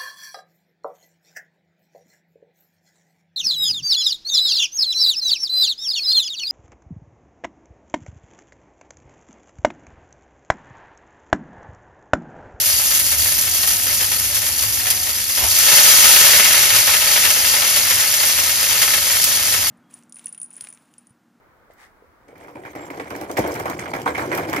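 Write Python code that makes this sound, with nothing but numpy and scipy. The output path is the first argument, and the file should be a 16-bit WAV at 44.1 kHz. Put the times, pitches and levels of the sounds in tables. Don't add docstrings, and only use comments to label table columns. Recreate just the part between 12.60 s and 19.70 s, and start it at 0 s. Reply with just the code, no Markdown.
import sys
import numpy as np
from scipy import signal
from scipy.fft import rfft, irfft
from scipy.io import wavfile

SR = 44100
rng = np.random.default_rng(int(sys.argv[2]) if len(sys.argv) > 2 else 0)


def wav_out(sig):
    wavfile.write(sys.argv[1], SR, np.round(np.clip(np.atleast_2d(sig).T, -1, 1) * 32767).astype(np.int16))


N = 313110
TIME = np.arange(N) / SR
FREQ = np.maximum(np.arange(N // 2 + 1) * SR / N, 1)
RECOVERY_S = 53
# [t/s, fizz level/dB, crackle level/dB, decay/s]
WATER_SPITS = [(0.058, -13.5, -35, .025), (0.197, -16, -20, .012), (0.310, -28, -21.5, .03),
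               (0.349, -12, -24.5, .02), (0.398, -12, -22, .012), (0.517, -13.5, -20, .025),
               (0.811, -13, -33, .014), (0.876, -22, -20, .009), (0.945, -14, -31, .04),
               (1.032, -14, -17, .013), (1.074, -10.5, -27, .022), (1.106, -12, -24, .008),
               (1.267, -26, -22.5, .03), (1.407, -15, -19, .014), (1.426, -15, -21, .012),
               (1.443, -14, -25, .012), (1.516, -13, -22, .025), (1.645, -16, -32, .03),
               (1.746, -13, -27, .035), (1.768, -18, -21, .009), (1.829, -22, -22, .022),
               (1.866, -14, -22, .012), (1.990, -14, -36, .012), (2.020, -15, -20.5, .03),
               (2.196, -28, -24, .02), (2.268, -14, -21, .025), (2.302, -6.5, -25, .014),
               (2.430, -15, -28, .008), (2.469, -23, -20, .012), (2.492, -19, -24.5, .022),
               (2.772, -17, -23, .04), (2.838, -11, -21, .012), (2.986, -9, -20, .012),
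               (3.083, -24, -10, .014), (3.119, -20, -13, .018), (3.181, -16, -9.5, .011),
               (3.435, -20, -12, .012), (3.454, -12, -11, .016), (3.562, -13, -6, .009),
               (3.668, -20, -13, .009), (3.738, -12, -16, .02), (3.796, -11, -5.5, .009),
               (3.906, -20, -11.5, .01), (3.945, -20, -14, .009), (4.054, -12, -17, .01),
               (4.103, -22, -12, .011), (4.275, -22, -13, .007), (4.335, -20, -14, .015),
               (4.365, -11, -21, .009), (4.418, -20, -17, .022), (4.560, -22, -10, .014),
               (4.651, -11, -11, .013), (4.703, -7, -16, .01), (4.846, -18, -16, .01),
               (5.019, -22, -13, .016), (5.161, -8.5, -16.5, .02), (5.309, -15, -15, .012),
               (5.404, -12.5, -22, .025), (5.539, -9, -19, .013), (5.631, -13, -10.5, .011),
               (5.697, -18, -15, .01), (5.787, -24, -17, .009), (5.894, -14, -16, .01),
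               (6.040, -18, -19, .008), (6.109, -18, -16, .013), (6.155, -16, -15.5, .006),
               (6.217, -7, -10, .012), (6.230, -10, -13.5, .009), (6.278, -20, -11.5, .007),
               (6.337, -11, -13.5, .016), (6.616, -12, -26, .01), (6.752, -14, -33, .04),
               (6.930, -14, -24, .03)]


def undb(db):
    return 10 ** (np.asarray(db) / 20)


def unit(x):
    return x / np.sqrt(np.mean(x ** 2))


def colour(points):
    hz, db = np.transpose(points)
    return np.interp(np.log(FREQ), np.log(hz), db)


def ring(x, db):
    cepstrum = irfft(np.log(unit(undb(db))), N)
    cepstrum[1:N // 2] *= 2
    cepstrum[N // 2 + 1:] = 0
    return irfft(rfft(x) * np.exp(rfft(cepstrum)), N)


def fade(x, decay_s):
    pole = np.exp(-1 / (decay_s * SR))
    return signal.lfilter([1 - pole], [1, -pole], x)


def burst(start, decay_s, rise_s):
    out, first = np.zeros(N), int(start * SR)
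    age = TIME[:min(N - first, SR // 2)]
    out[first:first + len(age)] = (1 - np.exp(-age / rise_s)) * np.exp(-age / decay_s)
    return out


def fits(rate, decay_s):
    impulses = (rng.random(N) < rate / SR) * rng.random(N)
    flares = fade(impulses, decay_s)
    return 2 * np.tanh(unit(flares - flares.mean()) / 2)


def pops(rate, spread_db):
    size = undb(spread_db * np.minimum(rng.exponential(size=N), 4))
    happens = rng.random(N) < rate / SR
    return unit(happens * size * np.sign(rng.standard_normal(N)))


def kitchen(x, bowl_db, bowl_s, room_db, room_s):
    bowl_power = undb(bowl_db) ** 2 * fade(x ** 2, bowl_s)
    room_power = undb(room_db) ** 2 * fade(x ** 2, room_s)
    scatter = np.sqrt(bowl_power + room_power) * rng.standard_normal((2, N))
    direct = np.array([x, x * np.sign(rng.standard_normal(N))])
    return (direct + scatter) / np.sqrt(1 + undb(bowl_db) ** 2 + undb(room_db) ** 2)


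def corner(pair, echo_db, decay_s):
    age = TIME[:SR // 10]
    echoes = rng.standard_normal((2, len(age))) * np.exp(-age / decay_s)
    echo_band = signal.butter(2, [3800, 13000], "band", fs=SR, output="sos")
    echoes = signal.sosfilt(echo_band, echoes)
    echoes *= undb(echo_db) / np.sqrt(np.sum(echoes ** 2) / 2)
    return pair + signal.fftconvolve(pair, echoes, axes=1)[:, :N]


def ports(pair):
    # [f/Hz, likeness 0-1, left minus right level/dB, phase lead of left/rad]
    port_table = [(100, .94, .2, .05), (600, .75, 2.1, .7), (850, .35, 2.5, .7), (1100, .55, .9, .9),
                  (1300, .25, 1.4, 1.4), (1600, .15, 1.2, 1), (1750, .92, .3, .2), (2300, .92, .4, .1),
                  (2800, .55, 3.6, 1.2), (4000, .28, 5.3, .6), (4900, .5, 4, 0), (5500, .53, 3.3, -1),
                  (7000, .72, .6, -1.65), (7900, .98, 0, -2.95), (8250, 1, 0, -3.14), (8700, .98, 0, -3.25),
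                  (9100, .85, -.3, -3.85), (10900, .86, -.3, -5.65), (11400, .99, 0, -6.2),
                  (12300, .99, 0, -6.3), (13100, .76, 0, -7.1), (14500, .78, 0, -8.7),
                  (15200, .99, 0, -9.4)]
    hz, *columns = np.transpose(port_table)
    likeness, pan_db, phase = (np.interp(FREQ, hz, c) for c in columns)
    likeness = np.clip(likeness, 0, 1)
    shared, apart = rfft(pair) * np.sqrt([(1 + likeness) / 2, (1 - likeness) / 2])
    left = (shared + apart) * undb(pan_db / 2) * np.exp(1j * phase)
    right = (shared - apart) * undb(-pan_db / 2)
    return irfft(np.array([left, right]), N)


def far_tones(edge_s, waver, flutter_db):
    # [start t/s, end t/s, f/Hz, level/dB]
    distant_tones = [(.86, .98, 745, -48), (.92, 1.29, 700, -46.5), (2.18, 2.5, 745, -45.5)]
    out = np.zeros((2, N))
    for start, end, hz, db in distant_tones:
        swell = np.clip(np.minimum(TIME - start, end - TIME) / edge_s, 0, 1)
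        wavering_hz = hz * (1 + waver * fits(rate=34.3, decay_s=0.053))
        phase = 2 * np.pi * np.cumsum(wavering_hz) / SR
        level = undb(db + flutter_db * fits(rate=48, decay_s=.04))
        out[0] += level * np.sqrt(2) * swell * np.sin(phase)
    return out


def low_swells(half_s, width_hz):
    # [t/s, f/Hz, level/dB]
    swell_table = [(.59, 75.5, -36), (2.1, 95, -36), (4.15, 110, -38), (5.35, 114, -41)]
    out, noise = 0, rfft(rng.standard_normal(N))
    for s, hz, db in swell_table:
        boom = unit(irfft(noise / (1 + (2 * (FREQ - hz) / width_hz) ** 4), N))
        out = out + undb(db) * np.exp(-((TIME - s) / half_s) ** 2) * boom
    return out


def flame(rumble_db):
    # [f/Hz, relative level/dB]
    flame_spectrum = [(15, -59), (25, -21), (55, -4), (80, 0), (90, -2.5), (101, 3.5), (130, -12),
                      (290, -11.5), (450, -22), (1200, -19), (5000, -79)]
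    # [t/s, level/dB]
    sway = [(0, -44), (0.5, -41.5), (1.4, -42), (2.1, -42), (2.6, -44), (3.5, -43.5), (4.15, -44),
            (4.5, -44), (5.6, -44.5), (6.55, -43.5), (6.75, -41), (7.1, -44)]
    draught_db = np.interp(TIME, *np.transpose(sway))
    rumble = unit(ring(rng.standard_normal((2, N)), colour(flame_spectrum)))
    return undb(rumble_db + draught_db) * rumble


def tick(s, db, decay_s, low_hz):
    high_pass = signal.butter(2, low_hz, "high", fs=SR, output="sos")
    bright = signal.sosfilt(high_pass, rng.standard_normal((2, N)))
    return undb(db) * burst(s, decay_s, rise_s=.0002) * bright


def vegetables(thump_hz, thump_width_hz):
    # [t/s, slap level/dB, thump level/dB, decay/s]
    impacts = [(2.768, -23, -43, .04), (2.797, -22, -45, .03), (2.822, -30, -26, .025),
               (2.836, -21, -31, .022)]
    # [f/Hz, relative level/dB]
    slap_spectrum = [(60, -19), (200, -19.5), (450, -20), (700, -11.5), (950, -8.5), (1300, -19),
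                     (3000, -13), (9000, -30)]
    slap = sum(undb(db) * burst(s, decay_s, rise_s=0.008) for s, db, _, decay_s in impacts)
    thump = sum(undb(db) * burst(s, decay_s, rise_s=0.0041) for s, _, db, decay_s in impacts)
    stand_db = -20 * np.log10(1 + (2 * (FREQ - thump_hz) / thump_width_hz) ** 2)
    slap_sound = ring(slap * rng.standard_normal((2, N)), colour(slap_spectrum))
    return slap_sound + ring(thump * rng.standard_normal((2, N)), stand_db)


def surge(decay_s):
    drop_s, spread_s, hold_s = 2.535, 0.73, .27
    spread = np.clip((TIME - drop_s) / spread_s, 0, 1)
    drying_s = np.maximum(TIME - drop_s - spread_s - hold_s, 0)
    return spread * np.exp(-drying_s / decay_s)


def boil(first_db, drying_db_per_s, surface_db, surface_s, juice_db, juice_s, share=1):
    first = undb(first_db - drying_db_per_s * TIME)
    surface = undb(surface_db) * surge(surface_s)
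    juice = undb(juice_db) * surge(juice_s)
    return 10 * np.log10(first ** 2 + share * (surface ** 2 + juice ** 2))


def lulls():
    # [t/s, depth/dB]
    slackenings = [(.57, 2), (2.38, 2), (2.66, 2), (4.25, 3), (4.40, 2), (5.21, 2), (6.41, 3)]
    half_s = .016
    return -sum(db * np.exp(-((TIME - s) / half_s) ** 2) for s, db in slackenings)


def steam(level_db, rate, spread_db):
    return undb(level_db) * pops(rate, spread_db)


def spray(jets, crack_db):
    power, cracks = np.zeros(N), np.zeros(N)
    for s, db, decay_s in jets:
        power += (undb(db) * burst(s, decay_s, rise_s=0.0002)) ** 2
        cracks[int(s * SR)] += undb(db + crack_db) * np.sign(rng.standard_normal())
    return pops(rate=9000, spread_db=1.5) * np.sqrt(power) + cracks


def bubbles(pitch_hz, cycles, spread_octaves, spread_db, glide, count):
    when, tune, size, life = rng.random((count, 4)).T
    first = (when * N).astype(int)
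    hz = np.minimum(pitch_hz * 2 ** (spread_octaves * (2 * tune - 1)), SR / 3)
    age = TIME[:int(6 * SR * cycles / pitch_hz)]
    lives = age * (hz / (cycles * (.5 + life)))[:, None]
    rise = 1 + glide * (1 - np.exp(-lives))
    wave = np.exp(-lives) * np.cos(2 * np.pi * hz[:, None] * age * rise)
    wave *= undb(spread_db * np.minimum(-np.log(1 - size), 4))[:, None]
    places = first[:, None] + np.arange(len(age))
    return unit(np.bincount(places.ravel(), wave.ravel(), N)[:N])


def bubbling(fizz_level, lull_db):
    tiny = bubbles(11370, cycles=60, spread_octaves=.3, spread_db=2.8, glide=.005, count=1800)
    small = bubbles(5420, cycles=18, spread_octaves=.36, spread_db=2.6, glide=.015, count=2000)
    big = bubbles(2286, cycles=6, spread_octaves=.24, spread_db=2, glide=.04, count=750)
    start_s, rise_s, decay_s = 3.5, 0.29, 1.23
    age = np.maximum(TIME - start_s, 0)
    welling = np.minimum(age / rise_s, 1) * np.exp(-np.maximum(age - rise_s, 0) / decay_s)
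    sizes = (undb(fizz_level - 13) * tiny,
             undb(fizz_level - 14.5) * small,
             undb(-27.5 + lull_db) * welling * big)
    return sum(undb(1.5 * fits(rate=80, decay_s=.015)) * size for size in sizes)


def cooled(fizz):
    fine_fizz_hz, cooling_db = 8100, 4
    high_pass = signal.butter(2, fine_fizz_hz, "high", fs=SR, output="sos")
    finest = signal.sosfiltfilt(high_pass, fizz)
    return fizz - finest * (1 - undb(-cooling_db * surge(RECOVERY_S)))


def fizzing(level_db, rate, snap_db):
    # [t/s, level/dB]
    droplets = [(.181, -4), (.621, -1), (.718, -8), (1.168, -3), (1.292, -7), (1.875, -12), (2.036, -9),
                (5.634, -10), (6.617, -2)]
    fizz = steam(level_db, rate, spread_db=2.6)
    fizz += spray([(s, db, decay_s) for s, db, _, decay_s in WATER_SPITS], crack_db=12)
    for s, db in droplets:
        fizz[int(s * SR)] += undb(db + snap_db)
    return fizz


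def crackling(level_db, rate):
    crackle = steam(level_db, rate, spread_db=3.6)
    wet_spits = spray([(s, db, decay_s) for s, _, db, decay_s in WATER_SPITS], crack_db=14)
    high_pass = signal.butter(1, 330, "high", fs=SR, output="sos")
    return crackle + signal.sosfilt(high_pass, wet_spits)


def wok_resonance():
    # [f/Hz, least width/Hz, lift/dB]
    modes = [(381, 22, 6.5), (497, 92, 7), (603, 70, 12), (690, 25, 4), (776, 51, 8), (850, 45, 10),
             (960, 45, 9), (1086, 32, 7), (1280, 55, 8), (1350, 40, 4), (1395, 35, -5), (1480, 110, 3),
             (1562, 40, -5), (1711, 50, 5), (1896, 100, 4.5), (1965, 40, -6), (2055, 55, 4.5),
             (2100, 30, -4), (2160, 60, 4.5), (2700, 50, 4), (2815, 60, 2.5), (2965, 45, -3),
             (3095, 70, 3.5), (3370, 120, 3), (3490, 55, -5), (3540, 50, 3), (4610, 110, 2), (4770, 70, 1),
             (4880, 120, -2), (5970, 100, 1.5)]
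    top_q = 60
    return sum(db / (1 + (2 * (FREQ - hz) / max(width, hz / top_q)) ** 2) for hz, width, db in modes)


def sizzle(snap_db, crackle_sputter):
    # [f/Hz, relative level/dB]
    fizz_spectrum = [(200, -35.5), (1500, -25.5), (2800, -6), (4000, -5.5), (5000, -1.4), (6000, 0.2),
                     (6900, -.3), (7500, 1.2), (8200, 0), (9000, 2), (10500, 1.5), (12500, -.4),
                     (15500, -1.8)]
    crackle_spectrum = [(40, -55), (150, -10), (330, -17), (500, -13.5), (800, -12.5), (1100, -8),
                        (1500, -1.5), (2200, -0.5), (3000, -1), (4200, -4.5), (7000, -12), (15000, -9.5)]
    fizz_level = boil(first_db=-13.0, drying_db_per_s=1.67, surface_db=-10.5, surface_s=0.33,
                      juice_db=-12.5, juice_s=14.3)
    soak_s, soak_rise_s = 2.85, 0.18
    soaked = np.clip((TIME - soak_s) / soak_rise_s, 0, 1)
    crackle_level = boil(first_db=-26.5, drying_db_per_s=0.54, surface_db=-23.0, surface_s=0.88,
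                         juice_db=-21.0, juice_s=6.5, share=soaked)
    depth_db = 1.26 * (1 - 0.15 * surge(RECOVERY_S))
    sputter = depth_db * fits(rate=60, decay_s=.022)
    lull_db = lulls()
    fizz_level = fizz_level + .5 * lull_db
    crackle_level = crackle_level + lull_db
    activity = undb(crackle_level - np.mean(crackle_level))
    fizz = fizzing(fizz_level + sputter, 5000 * activity, snap_db)
    clusters = 0.87 * fits(rate=150, decay_s=0.013)
    crackle = crackling(crackle_level + crackle_sputter * sputter + clusters, 1400 * activity)
    wok_db = wok_resonance()
    ringing = ring(bubbling(fizz_level, lull_db), wok_db)
    fizz = kitchen(fizz, bowl_db=-4, bowl_s=.003, room_db=-12, room_s=.01)
    fizz = ring(fizz, colour(fizz_spectrum) + wok_db)
    crackle = kitchen(crackle, bowl_db=-4, bowl_s=.004, room_db=-10, room_s=.024)
    crackle = ring(crackle, colour(crackle_spectrum) + wok_db)
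    glancing = np.array([ringing, np.interp(TIME - .0037, TIME, ringing)])
    return corner(cooled(fizz) + crackle + glancing, echo_db=-18, decay_s=.03)


def scene():
    frying = sizzle(snap_db=9, crackle_sputter=.8)
    landing = vegetables(thump_hz=80, thump_width_hz=36)
    tones = far_tones(edge_s=0.03, waver=0.0028, flutter_db=1.5)
    stove = ports(frying + landing + flame(rumble_db=2.5) + tones)
    stove += low_swells(half_s=0.07, width_hz=29)
    return stove + tick(s=6.640, db=-4, decay_s=.009, low_hz=3500)


def record(dry):
    top_hz = 15700
    low_pass = signal.ellip(12, .1, 70, top_hz, fs=SR, output="sos")
    return signal.sosfilt(low_pass, np.clip(dry, -1.1, 1.1))


dry = scene()
out = record(dry)
wav_out(out)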